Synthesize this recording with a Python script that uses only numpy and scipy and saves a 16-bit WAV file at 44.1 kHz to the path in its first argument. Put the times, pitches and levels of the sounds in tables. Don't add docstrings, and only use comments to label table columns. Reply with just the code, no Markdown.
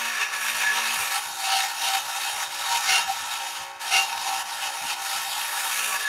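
import sys
import numpy as np
from scipy import signal
from scipy.fft import rfft, irfft
from scipy.io import wavfile
from scipy.ndimage import uniform_filter1d, map_coordinates

SR = 44100
rng = np.random.default_rng(int(sys.argv[2]) if len(sys.argv) > 2 else 0)


def pcm_store(signal):
    levels = np.round(np.clip(np.atleast_2d(signal), -1, 1) * 32767)
    wavfile.write(sys.argv[1], SR, levels.astype(np.int16).T)


N = 268121
T = np.arange(N) / SR


def gain_of(db):
    return 10 ** (np.asarray(db) / 20)


def evened(x):
    return x / np.sqrt(np.mean(x ** 2) + 1e-20)


def curves(rows):
    seconds, *columns = np.transpose(rows)
    return [np.interp(T, seconds, column) for column in columns]


def read(f, values, hz):
    return np.interp(np.log(hz + 1), np.log(np.asarray(f) + 1), values)


def drift(rate_hz):
    hz = np.fft.rfftfreq(N, 1 / SR)
    lowpass = np.exp(-(hz / rate_hz) ** 2) * (hz > 0)
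    return evened(irfft(rfft(rng.standard_normal(N)) * lowpass, N))


def swell(s, half, order=2):
    return np.exp(-abs((T - s) / half) ** order)


def ring(x, f, colour_db, modes=(), size=16384):
    hz = np.fft.rfftfreq(size, 1 / SR)
    peaks = sum(gain_of(db) ** 2 / (1 + (2 * (hz - centre) / width) ** 2) for centre, width, db in modes)
    log_gain = np.log(gain_of(read(f, colour_db, hz)) * np.sqrt(1 + peaks))
    mirrored = np.r_[log_gain, log_gain[-2:0:-1]]
    spectrum = np.exp(signal.hilbert(mirrored).conj())
    response = np.fft.ifft(spectrum).real[:size // 2]
    return signal.fftconvolve(np.r_[x[-size:], x], response)[size:size + N]


def surface(turns, memory_turns, size=736):
    kept = np.exp(-1 / memory_turns)
    fresh = rng.standard_normal((int(turns[-1]) + 2, size))
    before = kept * rng.standard_normal((1, size))
    rough = signal.lfilter([np.sqrt(1 - kept ** 2)], [1, -kept], fresh, axis=0, zi=before)[0]
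    return evened(map_coordinates(rough.ravel(), [turns * size], order=3, mode="nearest"))


# time in seconds, level in dB.
BREEZE = [(0, -75), (.8, -69.5), (2.3, -73.5), (3.0, -62), (3.7, -69.5), (4.2, -62), (4.5, -75),
          (5.3, -65.5), (5.8, -83), (6.08, -69)]
# frequency in Hz, relative density in dB per Hz.
BREEZE_COLOUR = [(15, -24), (50, -6.5), (100, -1), (170, -2), (260, -7.5), (400, -28), (900, -59),
                 (3000, -94)]
# time of the peak in seconds, level in dB.
PUFFS = [(.996, -51), (1.284, -63), (2.358, -59), (3.226, -58), (4.847, -50)]
PUFF_S = .026


def breeze(lumpy_db=5.0, lumps_hz=14):
    rumble = evened(ring(rng.standard_normal(N), *np.transpose(BREEZE_COLOUR)))
    puffs = sum(gain_of(db) * swell(s, PUFF_S) for s, db in PUFFS)
    steady = gain_of(curves(BREEZE)[0] + lumpy_db * drift(lumps_hz))
    return rumble * (puffs + steady)


# time of the peak in seconds, half length in seconds, level in dB.
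SHUDDERS = [(0.029, .085, -54.5), (0.515, .07, -59.5), (0.868, .12, -54), (5.863, 0.083, -63)]


def shuddering():
    return sum(gain_of(db) * swell(s, half) for s, half, db in SHUDDERS)


IDLE_HZ, SAG_HZ = 61.48, .75
INERTIA_S = 0.064
SHUDDER_DRAG_HZ, SHUDDER_FULL_DB = 1.9, -55


def spindle(force_db):
    sag = SAG_HZ * gain_of(force_db) + SHUDDER_DRAG_HZ * shuddering() / gain_of(SHUDDER_FULL_DB)
    speed_hz = IDLE_HZ - uniform_filter1d(sag, max(int(INERTIA_S * SR), 1))
    return np.cumsum(speed_hz) / SR


# frequency in Hz, width in Hz, then height in dB over
MODES_OF_RIG = [(418, 21, 10, 19, 26), (550, 70, 2.5, 22.5, 17), (694, 9.5, 2, 20, 28.5),
                (776, 15.6, 16.5, 24.5, 27), (826, 9.1, 4.5, 21, 8), (936.5, 25.6, 22.5, 23, 21.5),
                (1104, 18, 11, 18.5, 1), (1132, 48, 22, 15, 13), (1319, 46, 21, 21.5, 21),
                (1476, 86, 17.5, 15, 17), (1709, 56, 26, 14, 9), (1816, 65, 21.5, 13, 10),
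                (2108, 15, 15, 10, 22), (2210, 88, 17, 6, 12.5), (2410, 26, 19, 7.5, 3),
                (2581, 64, 18, 10.5, 12), (2781, 7.3, 20, 13.5, 18.5), (2950, 66, 4, 5, 12),
                (3160, 57, 2, 6.5, 10), (3630, 38, 8, 1, 9), (3753, 65, 9, 12, -6), (3950, 67, -11, -17, 1),
                (4355, 66, 5.5, 1.5, 10), (4630, 150, 1, -1, 5), (5250, 63, -3, 1, 0),
                (5680, 68, 10.5, 1, 8), (6640, 120, -2, 1, 3.5), (9620, 190, 8.5, -8, -5),
                (12800, 144, -3, 6, 10)]
# frequency in Hz, relative density in dB per Hz.
RUNNING = [(150, -49), (450, -29.5), (620, -10), (850, -7), (1150, -3), (1700, 3), (2600, 6.5), (3800, -8),
           (5500, -9), (9000, -14), (15500, -19)]
# multiple of the spindle speed, level in dB when cutting at the end, and at mid-span.
HUM = [(3, -75, -96), (4, -64, -74.5), (5, -78, -70), (6, -69, -68), (7, -67.5, -75), (9, -62.5, -66.5),
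       (10, -61, -65), (12, -59, -63.5), (14, -62, -56), (15, -64, -58.5)]


def lathe(turns, place, running_db=-43.0, memory_turns=8, waver_db=2.0):
    modes = [(hz, width, middle_db) for hz, width, _, middle_db, _ in MODES_OF_RIG]
    rattle = ring(surface(turns, memory_turns), *np.transpose(RUNNING), modes)
    running = gain_of(running_db) * evened(rattle)
    hum = 0
    for order, end_db, middle_db in HUM:
        level = gain_of(end_db + place * (middle_db - end_db) + waver_db * drift(6.4))
        hum = hum + level * np.sqrt(2) * np.sin(2 * np.pi * (round(order) * turns + rng.random()))
    return running + hum


def shudder(turns, order=4):
    return shuddering() * np.sqrt(2) * np.sin(2 * np.pi * order * turns)


# time of the peak in seconds, half length in seconds, rough pitch in Hz, level in dB.
CHATTER = [(.016, .043, 1700, -41), (0.228, 0.019, 2575, -30.5), (0.686, 0.047, 1700, -22.5),
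           (0.886, .045, 2575, -33.5), (1.535, 0.1, 780, -28), (1.9, 0.066, 780, -35.5),
           (2.741, 0.055, 930, -27.5), (2.958, 0.053, 2780, -26.5), (3.106, 0.027, 780, -30.5),
           (3.983, 0.053, 2780, -24.5), (4.33, 0.047, 780, -33.5), (6.076, .037, 1700, -25)]


def chatter(turns, waver=0.00256, flutter_db=2.5, throb_db=-1.0):
    centres = np.transpose(MODES_OF_RIG)[0]
    clock = np.cumsum(1 + waver * drift(66)) / SR
    squeals = 0
    for s, half, hz, db in CHATTER:
        mode_hz = centres[np.argmin(abs(centres - hz))]
        tone = np.sqrt(2) * np.sin(2 * np.pi * (mode_hz * clock + rng.random()))
        squeals = squeals + gain_of(db) * swell(s, half) * tone
    return squeals * gain_of(flutter_db * drift(110) + throb_db * np.cos(2 * np.pi * turns))


def friction(turns, memory_turns=1.42, repeat_hz=1500, throb_db=1.17, snaps_per_s=1500, snap_db=2.5,
             snap_share=0.23, shake_db=0.89, shake_hz=80):
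    hz = np.fft.rfftfreq(N, 1 / SR)
    snap_times = rng.random(N) < snaps_per_s / SR
    snap_sizes = rng.choice([-1, 1], N) * gain_of(snap_db * np.minimum(rng.exponential(1, N), 4))
    share = np.clip(snap_share, 0, 1)
    fibres = np.sqrt(share) * evened(snap_times * snap_sizes) + np.sqrt(1 - share) * rng.standard_normal(N)
    repeats = 1 / (1 + (hz / repeat_hz) ** 2)
    coarse = rfft(surface(turns, memory_turns)) * np.sqrt(repeats)
    fine = rfft(fibres) * np.sqrt(1 - repeats)
    angle = 2 * np.pi * turns + .5 * drift(11)
    return irfft(coarse + fine, N) * gain_of(throb_db * np.cos(angle) + shake_db * drift(shake_hz))


def grip(x, patchy_db=1.49):
    z = signal.stft(x, nperseg=512, noverlap=384)[2]
    patches = rng.standard_normal(z.shape[::-1])
    patches = uniform_filter1d(patches, size=32, axis=0)
    patches = evened(uniform_filter1d(patches, size=9, axis=1))
    return signal.istft(z * gain_of(patchy_db * patches.T), nperseg=512, noverlap=384)[1][:N]


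def steel(x, t60=0.041, wet_db=-5):
    t = np.arange(4096) / SR
    tail = rng.standard_normal(len(t)) * gain_of(-60 * t / t60) * np.minimum(t / .01, 1) ** 3
    highpass = signal.butter(6, 4200, "high", fs=SR, output="sos")
    tail = signal.sosfilt(highpass, tail / np.linalg.norm(tail))
    return x + gain_of(wet_db) * signal.fftconvolve(x, tail)[:N]


def bands(x):
    hz, z = np.fft.rfftfreq(N, 1 / SR), rfft(x)
    low = 1 / (1 + (hz / 1050) ** 16)
    high = 1 - 1 / (1 + (hz / 7500) ** 7)
    return np.array([irfft(z * part, N) for part in (low, 1 - low - high, high)])


# frequency in Hz, then relative density in dB per Hz with the edge
SCRAPE = [(100, -41, -46.5, -60), (336, -30, -31.5, -27.5), (480, -21.5, -43.5, -29),
          (591, -19, -32.5, -21), (849, -17, -11, -4.5), (1184, -17.5, -22, -15.5),
          (2020, -16.5, -13.5, -7.5), (2950, -7, -9.5, -4), (4950, -11.5, -11, -4.5),
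          (6900, -9.5, -10.5, -4.5), (7500, -14.5, -15, -7.5), (10740, -15.5, -13.5, -7.5),
          (12960, -16.5, -21, -20), (15500, -28, -27.5, -18)]
# time in seconds, level in dB.
BENDING = [(0, -42.5), (.7, -41), (1.1, -36.5), (2.05, -38.5), (2.85, -36), (3.5, -37), (4.15, -33.5),
           (4.7, -36), (5.6, -36.5), (6.0, -42)]
# time in seconds, level in dB.
HISS = [(0, -42.5), (.3, -45), (.44, -37.5), (.68, -43.5), (1.05, -35.5), (1.55, -40.5), (2.15, -38),
        (3.1, -41), (4.15, -40.5), (5.05, -39), (5.82, -33.5), (6.08, -41)]
USUAL_DB = -32
DIG_FROM_DB, DIG_RANGE_DB = 4.5, 4.5
SKIM_DB, SKIM_TURNS = 8, 6.7
BEND_GROWTH, HISS_GROWTH = 0.47, 0.77
BEND_LOSS, HISS_LOSS = 0.54, 1.23


def chisel(turns, place, press_db, lift_db, unsteady_db=0.68, unsteady_hz=28, sway_db=0.78, sway_hz=14):
    force_db = press_db - lift_db
    dug = place * np.clip((force_db - DIG_FROM_DB) / DIG_RANGE_DB, 0, 1)
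    skim = np.clip(-force_db / SKIM_DB, 0, 1)
    shares = [(1 - place) * (1 - dug), place * (1 - dug), dug]
    f, *colours = np.transpose(SCRAPE)
    centres, widths, *heights = np.transpose(MODES_OF_RIG)

    cutting = np.sqrt(1 - skim) * friction(turns)
    skimming = np.sqrt(skim) * friction(turns, SKIM_TURNS)
    drive = grip(cutting + skimming)
    parts = 0
    for share, colour, height in zip(shares, colours, heights):
        ringing = bands(ring(steel(drive), f, colour, zip(centres, widths, height)))
        parts = parts + share * ringing / ringing.std(axis=1, keepdims=True)

    bend_db = curves(BENDING)[0] + BEND_GROWTH * press_db - BEND_LOSS * lift_db + sway_db * drift(sway_hz)
    hiss_db = curves(HISS)[0] + HISS_GROWTH * press_db - HISS_LOSS * lift_db
    levels = gain_of([bend_db, USUAL_DB + force_db, hiss_db])
    return (parts * levels).sum(axis=0) * gain_of(unsteady_db * drift(unsteady_hz))


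def gestures(rows, flat):
    return sum(db * np.where(T < s, swell(s, rise, flat), swell(s, fall, flat)) for s, rise, fall, db in rows)


# time in seconds, place from 0 at the tailstock end to 1 at mid-span.
PLACE = [(0, 0.015), (.7, 0.035), (1.0, .33), (1.25, 0.99), (5.35, 1), (5.65, .61), (5.9, 0), (6.08, 0.24)]
# time in seconds, dB over the usual force.
LEAN = [(0, 4), (.38, 2), (.6, 5.5), (.88, 6), (1.08, 3), (1.28, -4), (2.05, -2), (2.55, 0), (2.85, 2.5),
        (3.15, 0), (3.6, -3.5), (4.2, -2), (4.8, -3), (5.08, 1.5), (5.5, .5), (5.82, 4.5), (6.08, 1)]
# time of the peak in seconds, build-up in seconds, easing in seconds, dB added.
PUSHES = [(.225, .02, 0.023, 3.5), (.47, 0.016, 0.035, 3), (1.165, 0.046, 0.034, 5.5),
          (1.56, 0.15, .11, 10.5), (1.93, 0.1145, 0.064, 8.5), (2.26, 0.11, 0.061, 3),
          (2.425, .025, 0.018, 3.5), (2.74, 0.062, 0.039, 5.5), (2.945, 0.076, 0.0707, 9.5),
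          (3.32, 0.013, 0.048, 3), (3.96, 0.0724, 0.0667, 12.5), (4.4, 0.15, 0.031, 4),
          (4.66, 0.056, 0.038, 5.5), (4.925, 0.066, 0.016, 3), (5.115, 0.021, 0.033, 2.5)]
# lightest moment, easing and return in seconds, dB lost.
LIFTS = [(.29, 0.032, 0.042, 3), (1.965, 0.0041, 0.0065, 5), (2.495, 0.039, .03, 4.5),
         (3.06, 0.028, 0.014, 5), (3.78, 0.113, 0.022, 15), (4.44, .012, 0.03, 5),
         (4.955, 0.013, 0.066, 4.5)]
PUSH_FLAT, LIFT_FLAT = 2.9, 2.9


def scene():
    place = np.clip(curves(PLACE)[0], 0, 1)
    press_db = curves(LEAN)[0] + gestures(PUSHES, PUSH_FLAT)
    lift_db = gestures(LIFTS, LIFT_FLAT)
    turns = spindle(press_db - lift_db)
    machine = lathe(turns, place) + shudder(turns)
    cut = chatter(turns) + chisel(turns, place, press_db, lift_db)
    return (breeze() + machine + cut)[None]


EDGE_HZ = 15700


def record(dry):
    lowpass = signal.firwin(1023, EDGE_HZ, window=("kaiser", 9), fs=SR)
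    return signal.oaconvolve(dry, lowpass[None], "same")


dry = scene()
out = record(dry)
pcm_store(out)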